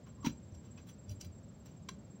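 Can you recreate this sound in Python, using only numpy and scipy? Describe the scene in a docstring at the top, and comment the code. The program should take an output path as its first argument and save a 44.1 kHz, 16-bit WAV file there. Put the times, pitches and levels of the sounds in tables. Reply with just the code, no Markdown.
"""Opening a tin can

A hand works the tight lid off a tin can on a table, close by in a small room. Stick-slip friction
makes the lid grate until the seal gives with a pop of air. The rim rubs and ticks on the way up,
exciting the modes of the tin, and the lid knocks once on the can. The can bumps softly in the hand;
under it all lie a low room rumble and a thin pulsing whine."""
import sys
import numpy as np
from scipy import signal
from scipy.fft import rfft, irfft
from scipy.io import wavfile
from scipy.ndimage import uniform_filter1d

SR = 44100
rng = np.random.default_rng(int(sys.argv[2]) if len(sys.argv) > 2 else 0)


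def wrap_up_sound(samples):
    """Save the sound to the file named by the first command line argument, as 16-bit audio."""
    columns = np.atleast_2d(samples).T
    # keep every value between -1 and 1, then stretch to whole-number steps
    tamed = np.clip(columns, -1, 1)
    steps = np.round(tamed * 32767).astype(np.int16)
    wavfile.write(sys.argv[1], SR, steps)


N = 97020


def amplitude(db):
    return 10 ** (np.asarray(db) / 20)


def clock():
    return np.arange(N) / SR


def unit_rms(x):
    return x / np.sqrt(np.mean(x ** 2))


def at_level(x, db, window_s=.004):
    """Scaling sets the greatest short-time RMS level."""
    power = uniform_filter1d(x ** 2, int(window_s * SR))
    return x * amplitude(db) / np.sqrt(power.max())


def wander(rate_hz):
    """Linear interpolation between Gaussian values gives a random drift."""
    t = clock() * rate_hz
    count = int(t[-1]) + 2
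    return np.interp(t, np.arange(count), rng.standard_normal(count))


def convolve(x, response):
    return signal.fftconvolve(x, response)[:len(x)]


def colour(x, spectrum, size=4096):
    """A minimum-phase filter imposes a spectrum of (frequency [Hz], gain [dB]) points."""
    hz, db = np.array(spectrum, float).T
    bins_hz = np.maximum(np.fft.rfftfreq(size, 1 / SR), 1)
    gain = amplitude(np.interp(np.log(bins_hz), np.log(hz), db))
    cepstrum = irfft(np.log(gain))
    cepstrum[1:size // 2] *= 2  # folding makes the response causal
    cepstrum[size // 2 + 1:] = 0
    return convolve(x, irfft(np.exp(rfft(cepstrum))))


def resonator(x, hz, width_hz):
    """A second-order resonance passes one band."""
    return signal.lfilter(*signal.iirpeak(hz, hz / width_hz, fs=SR), x)


def ring(drive, modes, grip_detune=.004):
    """Modal superposition: damped modes add, detuned slightly by the grip at each contact."""
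    out = 0
    for (hz, db, t60), shift in zip(modes, rng.uniform(-0.43, 1, len(modes))):
        width_hz = np.log(1000) / (np.pi * t60)
        mode = resonator(drive, hz * (1 + grip_detune * shift), width_hz)
        out = out + amplitude(db) * unit_rms(mode)
    return unit_rms(out)


def friction(at, rise_s, fall_s, grain_s=.0003, spread_db=5.5):
    """Stick-slip friction: tiny slips of uneven size swell to a peak and die away."""
    t, grain = clock() - at, int(grain_s * SR)
    slip_db = spread_db * np.repeat(rng.uniform(-1.3, 1, N // grain + 1), grain)[:N]
    envelope = np.exp(np.maximum(np.minimum(t / rise_s, -t / fall_s), -20))
    return rng.standard_normal(N) * amplitude(slip_db) * envelope


def damped_sine(at, db, hz, rise_s, fall_s):
    """A damped oscillation; the level is that of the sine before its envelope."""
    t = np.maximum(clock() - at, 0)
    envelope = (1 - np.exp(-t / rise_s)) * np.exp(-t / fall_s)
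    return amplitude(db) * envelope * np.sin(2 * np.pi * hz * t)


# Spectrum of the room noise: (frequency [Hz], gain [dB])
RUMBLE_SPECTRUM = [(20, -58), (40, -22), (58, -6.5), (85, -1.5), (120, -1.5), (220, -4.5), (330, -15),
                   (470, -19.5), (560, -18), (700, -25), (1400, -34), (2700, -40), (7400, -42.5),
                   (8400, -57), (13500, -62), (15300, -51.5)]
def rumble(db=-52.5, drift_db=0.5):
    """Filtered noise gives a rumble with faint hiss; the bass drifts slightly in level."""
    noise = unit_rms(colour(rng.standard_normal(N), RUMBLE_SPECTRUM))
    bass = signal.sosfilt(signal.butter(1, 300, fs=SR, output="sos"), noise)
    drift = amplitude(drift_db * wander(rate_hz=13.94))
    return amplitude(db) * (noise + bass * (drift - 1))


def whine(db=-67.5, centre_hz=7576, waver_hz=45, pulse_hz=17.92, flutter_db=-9.5, flicker_db=3):
    """Frequency and amplitude modulation make a thin tone waver, pulse and flutter between pulses."""
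    hz = centre_hz + waver_hz * wander(rate_hz=250)
    tone = unit_rms(np.sin(2 * np.pi * np.cumsum(hz) / SR))
    swell = np.cos(np.pi * pulse_hz * (clock() - .046)) ** 2
    flutter = amplitude(flutter_db) * (1 - swell) * wander(2 * pulse_hz)
    flicker = amplitude(flicker_db * wander(2 * pulse_hz))
    return amplitude(db) * (swell ** 2.25 + flutter) * flicker * tone


def room(x, db, t60_s, delay_s=0.0067):
    """Reverberation: the diffuse field of a small room decays exponentially."""
    t = clock()[:SR // 2]
    tail = rng.standard_normal(len(t)) * np.exp(-np.log(1000) * t / t60_s) * (t > delay_s)
    return amplitude(db) * convolve(x, tail / np.sqrt(np.sum(tail ** 2)))


# Bumps of the can in the hand: (time [s], level [dB], frequency [Hz])
CAN_BUMPS = [(.262, -35, 116.5), (0.315, -41.5, 71.3), (0.523, -38, 90), (0.568, -42, 83),
             (.785, -42.5, 82.5), (1.077, -35.5, 91), (1.107, -29.5, 92.6), (1.236, -35, 87),
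             (1.268, -41.5, 80.7)]
def bumps():
    """Each soft impact excites two damped oscillations, a low thud and a faint hollow note."""
    out = 0
    for at, db, hz in CAN_BUMPS:
        thud = damped_sine(at, db, hz, rise_s=0.0077, fall_s=0.021)
        hollow = damped_sine(at, db - 26, hz=598.5, rise_s=0.0022, fall_s=0.026)
        out = out + thud + hollow
    return out


# Small catches of the rim: (time [s], level [dB], frequency [Hz])
RIM_PINGS = [(.248, -52, 3310), (.254, -47, 5700), (.263, -46.5, 2407), (.521, -69, 6010),
             (0.549, -80, 11320), (.549, -69, 5610), (.776, -63.5, 2567), (.869, -79, 11950),
             (.888, -63.5, 3340), (.89, -67, 9330), (.893, -59.5, 5980), (1.094, -69.5, 11700),
             (1.211, -58, 4600), (1.214, -61, 4880), (1.59, -84, 11950), (1.657, -76, 11430),
             (1.66, -67.5, 5630)]
def pings(rise_s=0.00088, fall_s=.006, t60_s=0.053):
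    """Resonance: a few slips at one spot of the rim ring a single mode of the tin."""
    return sum(at_level(ring(friction(at, rise_s, fall_s), [(hz, 0, t60_s)]), db)
               for at, db, hz in RIM_PINGS)


# Groans of the tight rim: (time [s], rise [s], fall [s], level [dB], frequency [Hz])
RIM_GROANS = [(.186, 0.012, 0.045, -64.5, 1040), (0.231, 0.0053, 0.0062, -54, 1113),
              (0.2467, 0.00091, 0.0013, -42.5, 970), (.256, 0.00075, 0.00096, -43, 917)]
def groans(t60_s=0.03):
    """Friction-driven vibration: the stuck rim shudders in a mode of the can, lower as it gives."""
    out = 0
    for at, rise, fall, db, hz in RIM_GROANS:
        shudder = ring(friction(at, rise, fall), [(hz, 0, t60_s)])
        out = out + at_level(resonator(shudder, hz, width_hz=160), db)
    return out


# Modes of the lid: (frequency [Hz], level [dB], T60 [s])
LID_MODES = [(1500, -7.5, 0.087), (2364, -11, 0.28), (2723, -3, 0.084), (3007, 0, 0.049),
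             (3410, -5.5, 0.099), (4090, -6.5, 0.19), (4800, 2, 0.14), (5760, 3.5, 0.032), (5950, 2, 0.16),
             (6910, -4, 0.076), (9310, -6.5, 0.048)]
# Damped modes of the can wall: (frequency [Hz], level [dB], T60 [s])
WALL_MODES = [(400, -4, 0.06), (1120, 2, 0.016), (1577, -3, 0.025), (2175, -3, 0.0073), (3250, 0.5, 0.0088),
              (3976, 0, 0.03), (4440, 3.5, 0.0038), (5950, -3.5, 0.12), (5620, 3.5, 0.0065),
              (7500, 4, 0.04)]
# Spectrum of tin-on-tin contact: (frequency [Hz], gain [dB])
CONTACT_SPECTRUM = [(200, -53), (700, 1.5), (1400, 3.5), (1950, 2.5), (2500, 5), (4000, 1.5), (4700, -6.5),
                    (5700, 0.5), (7000, -4), (8600, -7.5), (10500, -11), (13300, -12.5), (15200, 4.5)]
# Rubs of the rim: (time [s], rise [s], fall [s], level [dB], bass [dB], treble [dB], lid ring [dB])
RIM_RUBS = [(0.069, 0.0047, 0.023, -62, 12, -6, -10), (0.229, 0.0035, 0.017, -64.5, 3, -3, 2),
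            (0.249, 0.0031, 0.012, -44.5, -1.5, -11, -22), (.264, 0.005, 0.011, -39.5, 1.5, -7, -10),
            (.296, 0.0031, 0.0088, -55, 0, -19, -4), (.550, 0.005, 0.008, -66.5, -9, -8, 1),
            (.648, 0.012, 0.051, -69, 7.5, -3, -3), (0.776, 0.0015, 0.021, -60, 6, -17, -5.5),
            (.871, 0.0024, 0.02, -63.5, 4, 5, -14), (0.894, 0.0066, 0.014, -59.5, 1.5, 5, -4),
            (1.101, 0.01, 0.0054, -60, -2, -4, 10), (1.115, 0.0052, 0.01, -55.5, -14, 7.5, 2),
            (1.213, 0.0069, 0.014, -54, -2.5, 2, 5), (1.248, 0.007, 0.011, -54.5, -4.5, 5, -8),
            (1.66, 0.003, 0.0052, -61, 5, 6, -9), (1.667, 0.0057, 0.041, -66.5, 3.5, -6, -4)]
def rubs(wall_db=-6):
    """Forced vibration: the grating rim drives the lid and the middle modes of the wall."""
    out = 0
    for at, rise, fall, db, bass_db, treble_db, lid_db in RIM_RUBS:
        grit = unit_rms(colour(friction(at, rise, fall), CONTACT_SPECTRUM))
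        wall = amplitude(wall_db) * ring(grit, WALL_MODES[1:-1])
        lid = amplitude(lid_db) * ring(grit, LID_MODES)
        tilt = [(1100, bass_db), (4000, 0), (7000, 0), (10000, treble_db), (15000, treble_db / 2)]
        out = out + at_level(colour(grit + wall + lid, tilt), db)
    return out


# Snaps of the rim: (time [s], fall [s], level [dB], frequency [Hz], bandwidth [Hz])
RIM_TICKS = [(1.0943, .0015, -50.5, 5800, 453), (1.211, 0.0037, -47, 6130, 2430)]
def ticks(crack_db=-15.5, lid_db=-9):
    """Impulsive excitation: the rim snaps past a catch and rings the upper modes of the lid."""
    crack_spectrum = [(1000, -30), (2700, -15), (7000, 0), (8500, -7), (13000, 11), (15000, -27)]
    out = 0
    for at, fall, db, hz, width_hz in RIM_TICKS:
        slips = friction(at, rise_s=.0003, fall_s=fall)
        snap = resonator(resonator(slips, hz, width_hz), hz, width_hz)
        crack = amplitude(crack_db) * unit_rms(colour(slips, crack_spectrum))
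        lid = amplitude(lid_db) * ring(snap, LID_MODES[2:])
        out = out + at_level(unit_rms(snap) + crack + lid, db)
    return out


# Tone balance of the knock: (frequency [Hz], gain [dB])
KNOCK_SPECTRUM = [(420, 9), (760, -5), (1100, 4.5), (7700, -5), (8500, -16), (9400, 0), (10300, -6.5),
                  (15200, -9)]
# Chattering contacts within the knock: (time [s], level [dB])
KNOCK_CONTACTS = [(1.8879, -46), (1.8901, -40), (1.8928, -45.5)]
def knock(lid_db=-12.5, crack_db=-6.5):
    """Impact: the freed lid clacks on the can wall, and both ring in their natural modes."""
    force = sum(amplitude(db) * unit_rms(friction(at, rise_s=0.0001, fall_s=0.0014))
                for at, db in KNOCK_CONTACTS)
    crack = unit_rms(colour(force, CONTACT_SPECTRUM))
    wall = ring(crack, WALL_MODES)
    lid = amplitude(lid_db) * ring(crack, LID_MODES)
    clack = colour(wall + lid + amplitude(crack_db) * crack, KNOCK_SPECTRUM)
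    return at_level(clack, max(db for at, db in KNOCK_CONTACTS))


# Low modes of the air in and around the can: (frequency [Hz], level [dB], T60 [s])
AIR_MODES = [(170.4, -13, 0.24), (234.4, -3, 0.15), (287, 1, 0.12)]
def air_resonance(drive, relative_db=-6):
    """Acoustic resonance: the air rings on after the pulses that stir it."""
    return amplitude(relative_db) * np.std(drive) * ring(drive, AIR_MODES)


# Pops of air at the seal: (time [s], level [dB], frequency [Hz])
SEAL_POPS = [(0.2451, -25.5, 265), (0.266, -26, 170), (0.268, -16.5, 241.8)]
def seal_pops():
    """Pressure release: as the seal gives, the air swings in heavily damped oscillations."""
    return sum(damped_sine(at, db, hz, rise_s=0.0022, fall_s=0.0044) for at, db, hz in SEAL_POPS)


def scene():
    """Superposition: tin, air, bumps, reverberation and background add in one channel."""
    metal = rubs() + groans() + ticks() + pings() + knock()
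    pops = seal_pops()
    air = air_resonance(pops)
    reverberation = room(metal, db=-13.5, t60_s=0.17) + room(pops, db=-8.5, t60_s=0.19)
    return (metal + pops + air + bumps() + reverberation + rumble() + whine())[None]


def record(dry, cutoff_hz=15750):
    """Band limiting: a steep elliptic low-pass filter removes the highest treble."""
    return signal.sosfilt(signal.ellip(10, .2, 70, cutoff_hz, fs=SR, output="sos"), dry)


dry = scene()
out = record(dry)
wrap_up_sound(out)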